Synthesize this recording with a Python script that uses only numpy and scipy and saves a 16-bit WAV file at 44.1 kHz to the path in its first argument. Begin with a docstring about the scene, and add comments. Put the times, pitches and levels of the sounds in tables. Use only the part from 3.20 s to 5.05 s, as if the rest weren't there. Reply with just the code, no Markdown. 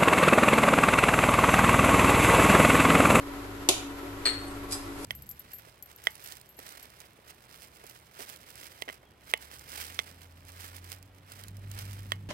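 """A knife knocks sharply on an induction cooktop, clinks as it is laid down, slides and scuffs lightly.
Each contact is a noise crack plus ringing modes, reflected by a small hard kitchen.
The hand then brushes over the cooktop towards the handle of a pressure cooker.
Under the pot the cooktop runs throughout: mains hum, fan blade tones and rushing air."""
import sys
import numpy as np
from scipy import signal
from scipy.fft import rfft, irfft
from scipy.io import wavfile

SR = 44100
rng = np.random.default_rng(int(sys.argv[2]) if len(sys.argv) > 2 else 0)


def dump_mix(stems):
    """Bounce the given channels to the path in sys.argv[1] as a 16-bit WAV at rate SR."""
    frames = np.atleast_2d(stems).T  # one column per channel
    limited = np.clip(frames, -1, 1)  # hard clip at full scale
    pcm = np.round(limited * 32767).astype(np.int16)
    wavfile.write(sys.argv[1], SR, pcm)


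N = 81585
TIME_S = np.arange(N) / SR
FREQ_HZ = np.fft.rfftfreq(N, 1 / SR)


def amp(db):
    """Decibels to gain."""
    return 10 ** (np.asarray(db) / 20)


def unit_rms(x):
    """Scale to rms 1."""
    return x / np.sqrt(np.mean(abs(x) ** 2) + 1e-20)


def at_freq(points, hz):
    """Interpolate a table over log frequency."""
    freq_hz, value = np.transpose(points)
    return np.interp(np.log(hz + 1), np.log(freq_hz + 1), value)


def pan(db):
    """Stereo gains, left minus right in dB."""
    return amp([[db / 2], [-db / 2]])


def wander(rate_hz):
    """Smooth random drift, rms 1."""
    lowpass = np.exp(-(FREQ_HZ / rate_hz) ** 2) * (FREQ_HZ > 0)
    return unit_rms(irfft(rfft(rng.standard_normal(N)) * lowpass, N))


def colour(x, spectrum, size=2048):
    """Minimum-phase filter with the given spectrum."""
    log_gain = np.log(amp(at_freq(spectrum, abs(np.fft.fftfreq(size, 1 / SR)))))
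    taps = np.fft.ifft(np.exp(np.conj(signal.hilbert(log_gain)))).real
    return signal.fftconvolve(x, taps[None, :size // 2], axes=1)[:, :N]


# knife on casing: start_s, strength_db, contact_t60_s
KNOCK_BLOWS = [(.4888, 5.5, 0.0082), (.4913, 1, 0.011), (.4926, -4.5, 0.043), (.539, -32, 0.029)]
# knock resonances: pitch_hz, gain_db, t60_s
KNOCK_RINGS = [(340, -45, 0.043), (378, -18, 0.046), (562.6, -31.5, 0.11), (657.4, -33.5, 0.18),
               (742, -28, 0.094), (2650, -30, 0.026), (3190, -33, 0.079), (3570, -24, 0.051),
               (3910, -22.5, 0.026), (4970, -31, .06), (6060, -19, 0.027), (7090, -27.5, 0.097),
               (8360, -47, 0.029), (9970, -20, 0.039)]
# knock crack: freq_hz, gain_db
KNOCK_SPECTRUM = [(60, -46), (170, -23), (260, -11), (390, 17.5), (520, -35), (720, -8), (950, 5.5),
                  (1650, -11), (2100, -1.5), (2800, 4.5), (3600, 5.5), (5200, -1), (9500, -0.5),
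                  (12500, -3.5)]


def knife_knock():
    """The knife hits the cooktop casing: a sharp crack and a short ring."""
    hit = strike(KNOCK_BLOWS, KNOCK_RINGS, KNOCK_SPECTRUM, crack_db=-12.5, ring_db=-5,
                 crack_pan_db=0.5, ring_pan_db=1, rattle_rad=0.58)
    return kitchen(hit, wet_db=-7)


# blade bounces: start_s, strength_db, contact_t60_s
CLINK_BLOWS = [(1.0542, -7, 0.027), (1.0565, 5, 0.031), (1.0645, 2, 0.08), (1.0715, -2, 0.12),
               (1.079, -6, 0.11), (1.138, -14, 0.065)]
# blade resonances: pitch_hz, gain_db, t60_s
BLADE_RINGS = [(1957, -41, 0.12), (4263, -33, 0.18), (4372, -16, 0.045), (4485, -28, 0.066),
               (8200, -37, 0.13), (8305, -29.5, 0.077), (8450, -43, 0.044)]
# clink crack: freq_hz, gain_db
CLINK_SPECTRUM = [(100, 9), (300, -2), (440, 12.5), (600, 0), (1100, 3), (1850, 9), (2800, 2.5), (4300, 3),
                  (5400, -19), (7200, -9), (8400, 3.5), (10200, -16), (12500, -14)]


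def blade_clink():
    """The blade is laid down, rings and chatters to rest."""
    hit = strike(CLINK_BLOWS, BLADE_RINGS, CLINK_SPECTRUM, crack_db=-28.5, ring_db=-2,
                 crack_pan_db=2.5, ring_pan_db=2.5, rattle_rad=0.81)
    return kitchen(hit, wet_db=-5)


# light contacts: start_s, strength_db, contact_t60_s
SCUFF_BLOWS = [(1.511, -10.5, 0.038), (1.514, -12, 0.066), (1.5228, -0.5, 0.034), (1.528, 0.5, 0.03),
               (1.535, -7, 0.066), (1.542, -8, 0.075), (1.559, -25, .06), (1.845, -6.5, 0.072)]
# scuff resonances: pitch_hz, gain_db, t60_s
SCUFF_RINGS = [(2425, -49, 0.035), (5010, -36.5, 0.09), (7980, -37.5, .07), (10950, -43, 0.061)]
# scuff and brush noise: freq_hz, gain_db
SCUFF_SPECTRUM = [(200, -4), (1500, 0.5), (2800, -5.5), (4500, 5), (6500, 0.5), (9000, 4.5), (11200, 4),
                  (12500, 0)]


def metal_scuff():
    """Light metal contacts as the hand lets go and moves on."""
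    hit = strike(SCUFF_BLOWS, SCUFF_RINGS, SCUFF_SPECTRUM, crack_db=-30, ring_db=4,
                 crack_pan_db=0.5, ring_pan_db=-2, rattle_rad=0.72)
    return kitchen(hit, wet_db=-7)


def strike(blows, modes, spectrum, crack_db, ring_db, crack_pan_db, ring_pan_db, rattle_rad,
           rattle_hz=70, spread_hz=2500, low_cut_hz=207):
    """Each blow cracks and feeds the modes; loose contact jitters their phase."""
    t = np.arange(SR // 12) / SR
    bursts, rings = np.zeros((2, N)), np.zeros((2, N))
    for start_s, db, contact_t60_s in blows:
        burst = amp(db + crack_db - 60 * t / contact_t60_s) * rng.standard_normal((2, len(t)))
        span = bursts[:, round(start_s * SR):][:, :len(t)]
        span += burst[:, :span.shape[1]]
    cracks = colour(widen(*bursts, mono_hz=spread_hz / 2), spectrum)
    jitter_rad = rattle_rad * wander(rattle_hz)
    since_first_s = TIME_S - blows[0][0]
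    for hz, mode_db, t60_s in modes:
        energy = sum((TIME_S >= start_s) * amp(db - 60 * abs(TIME_S - start_s) / t60_s) ** 2
                     for start_s, db, _ in blows)
        stereo_lag_rad = np.array([[0], [min(hz / spread_hz, np.pi / 2)]])
        phase_rad = 2 * np.pi * hz * since_first_s + jitter_rad - stereo_lag_rad
        rings += amp(mode_db + ring_db) * np.sqrt(energy) * np.sin(phase_rad)
    hit = cracks * pan(crack_pan_db) + rings * pan(ring_pan_db)
    # small parts radiate little bass
    return signal.sosfilt(signal.butter(3, low_cut_hz, "high", fs=SR, output="sos"), hit)


# slides after the clink: start_s, length_s, level_db
SLIDE_STROKES = [(1.198, .045, -60), (1.263, 0.045, -49.5), (1.308, .025, -55.5)]
# thin rasp: freq_hz, gain_db
RASP_SPECTRUM = [(200, -44), (3800, -24), (4360, -6), (5000, -26), (7800, -11), (8400, 3), (8900, -10),
                 (12500, -25)]


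def blade_slide():
    """Faint sliding friction excites the blade's upper resonances."""
    push = np.zeros(N)
    for start_s, length_s, db in SLIDE_STROKES:
        progress = np.clip((TIME_S - start_s) / length_s, 0, 1)
        push += amp(db) * np.sqrt(np.sin(np.pi * progress).clip(0))
    return kitchen(push * friction(RASP_SPECTRUM, grain_db=3, grain_hz=150), wet_db=-3)


# rub envelope: time_s, level_db
BRUSH_LEVELS = [(1.48, -60), (1.51, -45), (1.7, -58), (1.78, -52.5), (1.85, -45)]


def hand_brush():
    """The hand rubs over the cooktop, fading, then swelling near the pot handle."""
    envelope = amp(np.interp(TIME_S, *np.transpose(BRUSH_LEVELS))) * (TIME_S >= BRUSH_LEVELS[0][0])
    return envelope * friction(SCUFF_SPECTRUM, grain_db=1, grain_hz=120)


def friction(spectrum, grain_db, grain_hz):
    """Grainy rubbing noise, rms 1."""
    grains = rng.standard_normal((2, N)) * amp(grain_db * wander(grain_hz))
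    return unit_rms(colour(grains, spectrum))


# room decay: freq_hz, t60_s
KITCHEN_DECAY = [(200, 0.39), (660, 0.39), (1800, 0.52), (4500, 0.39), (8000, 0.37), (12000, 0.31)]


def kitchen(x, wet_db, build_s=0.0027, density=0.15):
    """Add dense reflections off near walls, dying band by band."""
    t = np.arange(SR // 2) / SR
    echoes = rng.standard_normal((2, len(t))) * (rng.random((2, len(t))) < density)
    echoes *= 1 - np.exp(-(t / build_s) ** 2)
    hz, age_s, bands = signal.stft(widen(*echoes, mono_hz=500), SR, nperseg=256)
    decay = amp(-60 * age_s / at_freq(KITCHEN_DECAY, hz)[:, None])
    tail = signal.istft(bands * decay, SR)[1]
    tail /= np.linalg.norm(tail[0])
    return x + amp(wet_db) * signal.fftconvolve(x, tail, axes=1)[:, :N]


def widen(mid, side, mono_hz):
    """Mid/side to stereo, narrowing below mono_hz."""
    side = signal.lfilter(*signal.butter(1, mono_hz, "high", fs=SR), side)
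    return np.array([mid + side, mid - side])


# mains tones: pitch_hz, level_db, waver_depth
MAINS_TONES = [(49.3, -52, 0.2), (100, -52.5, 0.86)]
# mains swell: time_s, gain_db
MAINS_GAIN = [(0, -1), (.2, 2), (.7, -1), (1.1, 2.5), (1.85, 0.5)]
# fan tones: blade_rate_multiple, level_db, waver_depth
FAN_HARMONICS = [(1, -43.5, 0.26), (2, -62.5, 0.58), (4, -59.5, 1), (7, -67, 1)]


def cooktop_hum(blade_hz=282.1):
    """Mains hum plus harmonics of the fan's blade-passing rate."""
    swell = amp(np.interp(TIME_S, *np.transpose(MAINS_GAIN)))
    mains = swell * sum(wavering_tone(*row) for row in MAINS_TONES)
    fan = sum(wavering_tone(k * blade_hz, db, depth) for k, db, depth in FAN_HARMONICS)
    return (mains + fan) * pan(db=1.56)


def wavering_tone(hz, db, depth, waver_hz=10.3):
    """A sine drifting in level and phase."""
    wobble = 1 + depth * (wander(waver_hz) + 1j * wander(waver_hz)) / np.sqrt(2)
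    carrier = np.exp(2j * np.pi * (hz * TIME_S + rng.random()))
    return amp(db) * unit_rms((wobble * carrier).real)


# air noise: freq_hz, relative_density_db
AIR_SPECTRUM = [(10, -2), (25, 6), (40, -48), (75, -2.5), (130, -9), (190, -7), (245, -11), (335, 2.5),
                (440, 0.5), (510, -12), (585, -3), (660, -10.5), (745, -4), (830, -9.5), (1000, -3.5),
                (1100, -7.5), (1200, -10.5), (1330, -3), (1550, -11), (2000, -12), (3000, -17),
                (4300, -20.5), (6000, -24.5), (6800, -24.5), (7600, -23.5), (9000, -28), (10600, -27),
                (11400, -18), (12000, -20), (12400, -22.5)]
# left-right likeness: freq_hz, coherence
AIR_COHERENCE = [(30, 0.64), (300, 1), (600, 0.51), (1100, 0.18), (3000, 0.033), (12000, 0.034)]


def fan_air(level_db=-41.5, flutter_db=0.8, flutter_hz=25):
    """Turbulence in the fan and vents, alike on both sides only at low frequencies."""
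    left, independent = rfft(rng.standard_normal((2, N)))
    coherence = np.clip(at_freq(AIR_COHERENCE, FREQ_HZ), -1, 1)
    right = coherence * left + np.sqrt(1 - coherence ** 2) * independent
    rush = irfft(np.array([left, right]) * amp(at_freq(AIR_SPECTRUM, FREQ_HZ)), N)
    return amp(level_db + flutter_db * wander(flutter_hz)) * unit_rms(rush) * pan(db=0.5)


def scene():
    """Knife handling over the running cooktop."""
    cooktop = cooktop_hum() + fan_air()
    return knife_knock() + blade_clink() + blade_slide() + metal_scuff() + hand_brush() + cooktop


def record(dry, ceiling=0.85, cutoff_hz=12550):
    """Soft peak limit, then low-pass."""
    limited = dry / (1 + (dry / ceiling) ** 4) ** (1 / 4)
    lowpass = signal.firwin(511, cutoff_hz, window=("kaiser", 9), fs=SR)
    return signal.oaconvolve(limited, lowpass[None], "same")


dry = scene()
out = record(dry)
dump_mix(out)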